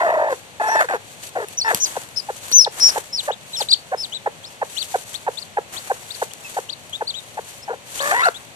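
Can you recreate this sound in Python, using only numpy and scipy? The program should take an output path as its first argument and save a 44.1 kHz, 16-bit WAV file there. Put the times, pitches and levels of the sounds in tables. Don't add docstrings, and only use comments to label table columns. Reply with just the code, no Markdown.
import sys
import numpy as np
from scipy import signal
from scipy.fft import rfft, irfft
from scipy.io import wavfile
from scipy.ndimage import uniform_filter1d

SR = 44100
rng = np.random.default_rng(int(sys.argv[2]) if len(sys.argv) > 2 else 0)


def store_pcm(level_fs):
    pcm = np.round(np.clip(level_fs, -1, 1) * 32767).astype(np.int16)
    wavfile.write(sys.argv[1], SR, np.atleast_2d(pcm).T)


N = 377055
TIME_S = np.arange(N) / SR


def from_db(db):
    return 10 ** (np.asarray(db) / 20)


def rms_one(x):
    return x / np.sqrt(np.mean(x ** 2) + 1e-20)


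def drift(hz, size=N):
    pole = np.exp(-2 * np.pi * hz / SR)
    white = rng.standard_normal(size + SR // 4)
    smooth = signal.lfilter([1], [1, -2 * pole, pole * pole], white)
    return rms_one(smooth[SR // 4:])


def add(out, start, sound, pan_db):
    i = int(start * SR)
    sound = sound[:N - i]
    out[:, i:i + len(sound)] += sound * from_db([[pan_db / 2], [-pan_db / 2]])


def fade(size, rise_s, fall_s):
    t = np.arange(size) / SR
    nearest_end = np.minimum(t / rise_s, t[::-1] / fall_s)
    return np.sin(np.pi / 2 * np.clip(nearest_end, 0, 1)) ** 2


def columns(rows):
    start_s, *rest = np.transpose(rows)
    t = np.arange(start_s[0], start_s[-1], 1 / SR)
    return [np.interp(t, start_s, column) for column in rest]


def tone(hz, overtones_db, slope_db, count):
    phase = 2 * np.pi * (np.cumsum(hz) / SR + rng.random())
    upper = sum(from_db(overtones_db - slope_db * k) * np.cos((k + 2) * phase) for k in range(count))
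    return np.sqrt(2) * (np.sin(phase) + upper)


# time_s [s], left_over_right_db [dB]
HEN_BEARING = [(.7, 1), (1.7, 3.5), (2.7, -1), (5.3, -2), (7.4, 3)]


def hen_pan(start_s):
    return np.interp(start_s, *np.transpose(HEN_BEARING))


# time_s [s], pitch_hz [Hz], level_db [dB], overtones_db [dB]
SQUAWK_CONTOURS = [
    [(0, 698.7, -17, -14.5), (.28, 674.3, -19, -25.5), (.305, 556.6, -22, -12.5), (.33, 502, -20.5, -10.5),
     (.35, 318, -40.5, -5)],
    [(.597, 856, -23.5, -16.5), (.77, 894, -21.5, -9.5), (.81, 851, -22, -0.5), (.83, 609, -28, -4),
     (.86, 430, -33.5, -9)],
    [(.885, 800, -35, 0), (.91, 806, -24, -10), (.935, 724, -24, -11), (.94, 492, -19, -11),
     (.972, 388, -40, 4)],
    [(1.352, 647, -28, -24), (1.365, 566.5, -19.5, -20), (1.45, 375, -30.5, -7)],
    [(1.645, 889, -26.5, -7.5), (1.718, 873, -25, -3), (1.723, 556, -32, -8), (1.742, 407, -18.5, -14)],
    [(8, 535.8, -32, -3.5), (8.118, 610.7, -29.5, 2), (8.122, 891, -21, -10), (8.22, 1047, -27, 0),
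     (8.224, 1397, -20.5, -8.5), (8.29, 1314, -20, -16)],
]
REGISTER_FLIPS = [
    [.005, .028, .083, .1, .118, .157, .192, .212, .233, .252, .27, .287],
    [.615, .69, .757, .808],
    [.9],
    [1.358, 1.371, 1.395, 1.417],
    [1.712],
    [8.126, 8.14],
]
# jump [log frequency ratio], rattle_depth [dB], uneven_cycles [0-1]
SQUAWK_WARBLES = [(0.45, 1, 0), (-0.33, -0.5, 0.28), (-0.334, 1.5, 0.4), (0.4, 2, 0), (-0.376, 0.5, 0.41),
                  (-0.22, 3, 0.24)]
FLIP_S, RATTLE_HZ = .01, 61.93
HOARSE = 0.31


def squawks():
    out = np.zeros((2, N))
    for rows, flips, (jump, rattle_db, uneven) in zip(SQUAWK_CONTOURS, REGISTER_FLIPS, SQUAWK_WARBLES):
        hz, level_db, overtones_db = columns(rows)
        size, start = len(hz), rows[0][0]
        t = start + TIME_S[:size]
        rattle_hz = RATTLE_HZ * (1 + .3 * drift(30, size=size))
        rattle = np.sin(2 * np.pi * np.cumsum(rattle_hz) / SR)
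        flip = sum(rng.uniform(.7, 1.1) * np.exp(-(2 * (t - s) / FLIP_S) ** 4) for s in flips)
        sag = max(jump, 0) * sum(np.exp(-((t - s) / FLIP_S + 1.1) ** 2) for s in flips)
        warble = rattle_db * (.01 * rattle + .007 * drift(60, size=size))
        hz = hz * np.exp(jump * flip - .25 * sag + warble + .04 * drift(500, size=size))
        throb_db = -13 * jump * flip + rattle_db * rattle + 1.8 * drift(135, size=size)
        thickness_db = overtones_db + 12 * sag + 2.5 * drift(400, size=size)
        voice = tone(hz, thickness_db, slope_db=6.5, count=8)
        voice = voice * (1 + uneven * np.cos(np.pi * np.cumsum(hz) / SR))
        voice = voice * (1 + HOARSE * drift(600, size=size))
        rasp = from_db(overtones_db - 4.0) * drift(4800, size=size)
        level = from_db(level_db + throb_db) * fade(size, 0.0019, 0.0035)
        add(out, start, level * (voice + rasp), hen_pan(start))
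    return out


# start_s [s], length_s [s], high_register_hz [Hz], level_db [dB]
CLUCK_CALLS = [(1.954, 0.027, 939, -20), (2.285, 0.027, 847, -22.5), (2.657, 0.028, 890, -20),
               (2.953, 0.035, 885, -20), (3.273, 0.043, 900, -19), (3.6, 0.027, 878, -23),
               (3.913, 0.042, 792, -20.5), (4.258, .026, 822, -17), (4.613, 0.025, 832, -18),
               (4.94, .025, 807, -15.5), (5.264, 0.032, 874, -16.5), (5.568, 0.027, 829, -17),
               (5.898, 0.028, 829, -17), (6.215, 0.02, 788, -17), (6.563, 0.033, 868, -19.5),
               (7.006, 0.026, 873, -21), (7.369, 0.032, 913, -24), (7.676, 0.03, 832, -26),
               (7.7, .027, 476, -24.5), (7.726, 0.024, 768, -28), (8.258, .037, 715, -17.5)]
HEN_LOW_HZ, CLUCK_TAIL_S, REGISTER_JUMP_S = 554, 0.01125, 0.0047
TAIL_SAG_HZ_PER_S = 17100
THIN_ABOVE_HZ, THIN_DB_PER_OCTAVE = 870, 112
BRISK_CLUCK_S, LEAD_SHARE = .027, 0.99


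def clucks():
    out = np.zeros((2, N))
    for start, length, high_hz, level_db in CLUCK_CALLS:
        t = TIME_S[:int(length * SR)]
        size = len(t)
        lead = LEAD_SHARE * max(length - BRISK_CLUCK_S, 0) * (level_db < -17.5)
        tail_start = length - CLUCK_TAIL_S
        in_high = 1. * (t >= lead) * (t < tail_start)
        high = uniform_filter1d(in_high, int(REGISTER_JUMP_S * SR), mode="nearest")
        low_hz = HEN_LOW_HZ - TAIL_SAG_HZ_PER_S * np.maximum(t - length + CLUCK_TAIL_S, 0)
        hz = (low_hz + (high_hz - low_hz) * high) * (1 + 0.06 * drift(193, size=size))
        thin_db = -THIN_DB_PER_OCTAVE * np.maximum(np.log2(hz / THIN_ABOVE_HZ), 0)
        overtones_db = -22 + 14 * np.log2(850 / hz) + 3 * drift(410, size=size)
        voice = tone(hz, overtones_db, slope_db=6, count=2)
        level = from_db(level_db + thin_db + 0.84 * drift(230, size=size))
        level = level * fade(size, 0.0058 + lead / 2, 0.0091)
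        add(out, start, level * voice, hen_pan(start))
    return out


def hen():
    out = squawks() + clucks()
    out = signal.sosfilt(signal.butter(4, 370, "high", fs=SR, output="sos"), out)
    out = out - .7 * signal.lfilter(*signal.iirpeak(3000, 2.5, fs=SR), out)
    return out + 2.84 * signal.lfilter(*signal.iirpeak(1750, 5, fs=SR), out)


# frequency_hz [Hz], left_over_right_db [dB]
NOISE_BALANCE = [(330, 12.5), (700, -1), (5000, 2), (15000, 10)]


def coloured(white, spectrum, alike_hz):
    hz = np.fft.rfftfreq(N, 1 / SR) + 1

    def at(points):
        point_hz, point_db = np.array(points).T
        return np.interp(np.log(hz), np.log(point_hz), point_db)

    shared, left, right = rfft(white)
    alike = 1 / (1 + hz / alike_hz)
    pair = np.sqrt(alike) * shared + np.sqrt(1 - alike) * np.array([left, right])
    return irfft(pair * from_db(at(spectrum) + at(NOISE_BALANCE) * [[.5], [-.5]]), N)


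# frequency_hz [Hz], density_db [dB per Hz]
YARD_SPECTRUM = [(30, -28.5), (103, 4.5), (330, -4.5), (570, 3.5), (1440, -3.5), (2400, -1), (8200, -10),
                 (12000, -20.5)]
YARD_DB = -42.5


def yard():
    return from_db(YARD_DB) * rms_one(coloured(rng.standard_normal((3, N)), YARD_SPECTRUM, alike_hz=1110))


# frequency_hz [Hz], density_db [dB per Hz]
FEATHER_SPECTRUM = [(150, -34), (700, -22), (3500, -17), (8000, -15), (12000, -24)]
# start_s [s], length_s [s], level_db [dB]
FEATHER_STROKES = [(1.223, 0.087, -30), (1.668, 0.18, -26), (1.784, 0.54, -35.5), (2.402, 0.26, -32.5),
                   (2.691, .44, -30), (3.163, 0.16, -37.5), (3.581, 0.081, -27), (5.047, 0.22, -37),
                   (5.678, 0.47, -35.5), (6.379, 0.37, -42.5), (7.87, .68, -37.5)]
DULL_PER_S = 0.64


def rustle():
    grain_db = 2.5 * rng.exponential(1, N) + 1.8 * drift(60)
    grains = rng.standard_normal((3, N)) * from_db(grain_db)
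    bright = rms_one(coloured(grains, FEATHER_SPECTRUM, alike_hz=1360.0))
    dull = rms_one(signal.sosfilt(signal.butter(2, 2200, fs=SR, output="sos"), bright))
    out = from_db(-45.5 + 6.2 * drift(4.0)) * bright
    for start, length, level_db in FEATHER_STROKES:
        part = slice(int(start * SR), int((start + length) * SR))
        size = part.stop - part.start
        share = np.clip(DULL_PER_S * length, 0, 1)
        stroke = from_db(level_db + 4.3 * drift(4.0, size=size)) * fade(size, 0.23 * length, 0.53 * length)
        out[:, part] += stroke * (share * dull[:, part] + (1 - share) * bright[:, part])
    return out


def arch(first_hz, crest_hz, last_hz, crest_s, length):
    turn = np.interp(TIME_S[:int(length * SR)], [0, crest_s, max(length, crest_s)], [-1, 0, 1])
    below_rising = (crest_hz - first_hz) * np.sin(np.pi / 2 * turn) ** 2
    below_falling = (crest_hz - last_hz) * np.abs(turn) ** 1.62
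    return crest_hz - np.where(turn < 0, below_rising, below_falling)


CHICK_PURER_DB_PER_OCTAVE = 19


def cheep(hz):
    overtone_db = -7.0 - CHICK_PURER_DB_PER_OCTAVE * np.log2(hz / 2575)
    return tone(hz, overtone_db, slope_db=0, count=1)


WEAK_HZ, WEAK_WIDTH_HZ, WEAK_DB = 5150, 435, -14


def weak(hz):
    return np.exp(-((hz - WEAK_HZ) / WEAK_WIDTH_HZ) ** 2)


# start_s [s], length_s [s], crest_after_s [s], first_hz [Hz], crest_hz [Hz],
# last_hz [Hz], level_db [dB], left_over_right_db [dB]
ARCHED_PEEPS = [(0.658, 0.16, 0.052, 5450, 5840, 4700, -34, 14),
                (2.157, 0.051, .02, 4990, 5350, 4660, -9, 17), (3.119, .1, 0.033, 5200, 5510, 2300, -21, 5),
                (3.309, 0.039, 0.022, 2700, 3900, 2900, -34, 11),
                (3.528, 0.047, 0.014, 3800, 4040, 2700, -27.5, 4),
                (3.561, 0.073, 0.024, 5300, 5500, 2300, -23, 8),
                (3.968, .095, .05, 5100, 5350, 2500, -23, 7), (4.117, .066, .04, 2900, 4000, 3100, -29, 9),
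                (4.433, .06, .04, 3100, 5350, 4900, -37, 6), (4.761, .08, .04, 2700, 4650, 2200, -27, 14.5),
                (5.367, 0.071, 0.04, 3300, 5200, 3400, -33.5, 20.5),
                (6.098, 0.063, 0.037, 3400, 5200, 3300, -32.5, 13.5),
                (6.686, .058, .03, 2700, 5100, 3200, -31, 17),
                (7.069, .048, .018, 3940, 4680, 2900, -25, 7.5),
                (7.134, .072, .04, 2980, 3920, 3400, -34, 12.5),
                (7.62, .032, .014, 4850, 5400, 4900, -36, 6),
                (8.228, .07, 0.051, 3600, 5300, 2300, -33.5, 20)]
# start_s [s], length_s [s], first_hz [Hz], last_hz [Hz], level_db [dB],
# left_over_right_db [dB]
SHORT_TWITTERS = [(2.517, .014, 4720, 3800, -23.5, 3), (5.139, 0.03, 2820, 4800, -30.5, 13.5),
                  (5.761, 0.041, 2820, 5600, -35, 19), (6.306, 0.016, 2620, 3600, -41.5, 3),
                  (6.441, 0.043, 2650, 2540, -36.5, 0), (6.925, 0.046, 3050, 3900, -29, 8.5),
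                  (7.989, 0.04, 2710, 5400, -31.5, 17), (8.341, 0.041, 3150, 4100, -36, 8)]


def peeps():
    out = np.zeros((2, N))
    for start, length, *shape, level_db, pan_db in ARCHED_PEEPS + SHORT_TWITTERS:
        if len(shape) > 2:
            crest_s, first_hz, crest_hz, last_hz = shape
            hz = arch(first_hz, crest_hz, last_hz, crest_s, length)
        else:
            hz = np.linspace(*shape, int(length * SR))
        thin_db = WEAK_DB * (pan_db > 10) * weak(hz)
        level = from_db(level_db + thin_db + 2.0 * drift(370, size=len(hz)))
        add(out, start, level * fade(len(hz), 0.18 * length, 0.25 * length) * cheep(hz), pan_db)
    return out


# time_s [s], pitch_hz [Hz], level_db [dB]
SQUEAL_CONTOURS = [
    [(1.572, 5560, -31), (1.583, 6180, -13.5), (1.606, 5350, -20.5), (1.617, 4100, -15.5),
     (1.66, 5650, -36), (1.683, 5150, -27)],
    [(1.8, 6020, -23.5), (1.836, 6490, -10.5), (1.849, 6190, -12), (1.855, 4910, -20.5), (1.872, 4740, -23)],
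    [(2.523, 5650, -18), (2.543, 6080, -8.5), (2.572, 6166, -6), (2.575, 6180, -14), (2.584, 5900, -5),
     (2.596, 5800, -8), (2.603, 5530, -9.5), (2.613, 5260, -2.5), (2.643, 5200, -12), (2.654, 2930, -17.5)],
    [(2.802, 5090, -13), (2.835, 5500, -4.5), (2.865, 5564, -5), (2.908, 4960, -8.5)],
    [(3.686, 3700, -19), (3.704, 4700, -21), (3.714, 4860, -8), (3.72, 3340, -15), (3.736, 4700, -4),
     (3.748, 2730, -24)],
]
# left_over_right_db [dB], quickens_s [s], first_hz [Hz], last_hz [Hz],
# slowing [exponent], early_depth [0-1], late_hz [Hz], late_depth [0-1], pitch_pull [-1 to 1]
SQUEAL_FLUTTERS = [(3, 1.62, 70, 70, 2, .85, 500, .5, .42), (5.6, 1.85, 600, 720, 2, 1, 750, .9, -.5),
                   (7.4, 2.62, 500, 0, 8, .7, 640, .6, .42), (5.4, 2.867, 650, 160, 2, .9, 720, .75, .42),
                   (5.7, 3.71, 700, 700, 2, .6, 900, .3, .42)]


def squeals():
    out = np.zeros((2, N))
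    for rows, flutter_row in zip(SQUEAL_CONTOURS, SQUEAL_FLUTTERS):
        pan_db, quickens, first_hz, last_hz, slowing, early_depth, late_hz, late_depth, pull = flutter_row
        hz, level_db = columns(rows)
        hz = uniform_filter1d(hz, size=200, mode="nearest")
        size, start = len(hz), rows[0][0]
        t = TIME_S[:size]
        late = np.clip((start + t - quickens) / 0.0038, 0, 1)
        remaining = np.clip(1 - t / (quickens - start), 0, 1)
        early_hz = last_hz + (first_hz - last_hz) * remaining ** slowing
        flutter_hz = early_hz + (late_hz - early_hz) * late
        depth = early_depth + (late_depth - early_depth) * late
        depth = depth * np.minimum(flutter_hz / 60, 1)
        beat = np.cumsum(flutter_hz * np.exp(0.06 * drift(120, size=size))) / SR % 1
        flutter = 1 - depth * beat ** 1.8 * np.minimum((1 - beat) / .12, 1)
        hoarse = 1 + .12 * depth * drift(400, size=size)
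        flutter = uniform_filter1d(flutter, size=24) * hoarse
        hz = hz + pull * depth * flutter_hz * np.sin(2 * np.pi * beat)
        level = from_db(level_db) * flutter * fade(size, 0.00086, 0.0036)
        add(out, start, level * cheep(hz), pan_db)
    return out


# [dB, scales crack, grit and thump together]
GRAVEL_TICKS = [(1.485, -20), (1.7466, -2), (2.035, -25), (2.5153, -11), (6.8958, -27)]
THUMP_HZ, THUMP_S, THUMP_DB = 205, 0.0059, -22


def gravel():
    out, t = np.zeros((2, N)), TIME_S[:SR // 25]
    thump = from_db(THUMP_DB) * np.sin(2 * np.pi * THUMP_HZ * t) * np.exp(-t / THUMP_S)
    decay = 1.6 * np.exp(-t / 0.001) + 0.2 * np.exp(-t / 0.015)
    for start, level_db in GRAVEL_TICKS:
        grit = .5 * decay * rng.standard_normal(len(t))
        crack = 2 * (t == 0)
        add(out, start, from_db(level_db) * (grit + crack + thump), pan_db=3)
    return signal.sosfilt(signal.butter(2, 120, "high", fs=SR, output="sos"), out)


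def tub(x):
    t = TIME_S[:SR // 8]
    tail = rng.standard_normal((2, len(t))) * np.exp(-t / .028) * (t > .002)
    return signal.fftconvolve(x, from_db(-45) * tail, axes=1)[:, :N]


# frequency_hz [Hz], phase_rad [radians]
LEFT_PORT_PHASE = [(900, -.4), (1250, -2.4), (2200, -2.8), (2800, -6.1), (5500, -13.5), (15000, -38)]


def scene():
    near = hen() + peeps() + squeals() + gravel()
    left, right = near + tub(near) + rustle() + yard()
    phase = np.interp(np.fft.rfftfreq(N, 1 / SR), *np.transpose(LEFT_PORT_PHASE))
    return np.array([irfft(rfft(left) * np.exp(1j * phase), N), right])


CUTOFF_HZ = 15100


def record(dry):
    dip = dry - 0.75 * signal.lfilter(*signal.iirpeak(5100, 7, fs=SR), dry)
    cut = signal.sosfilt(signal.cheby2(12, 70, CUTOFF_HZ, fs=SR, output="sos"), dip)
    return np.clip(cut, -1, 1)


dry = scene()
out = record(dry)
store_pcm(out)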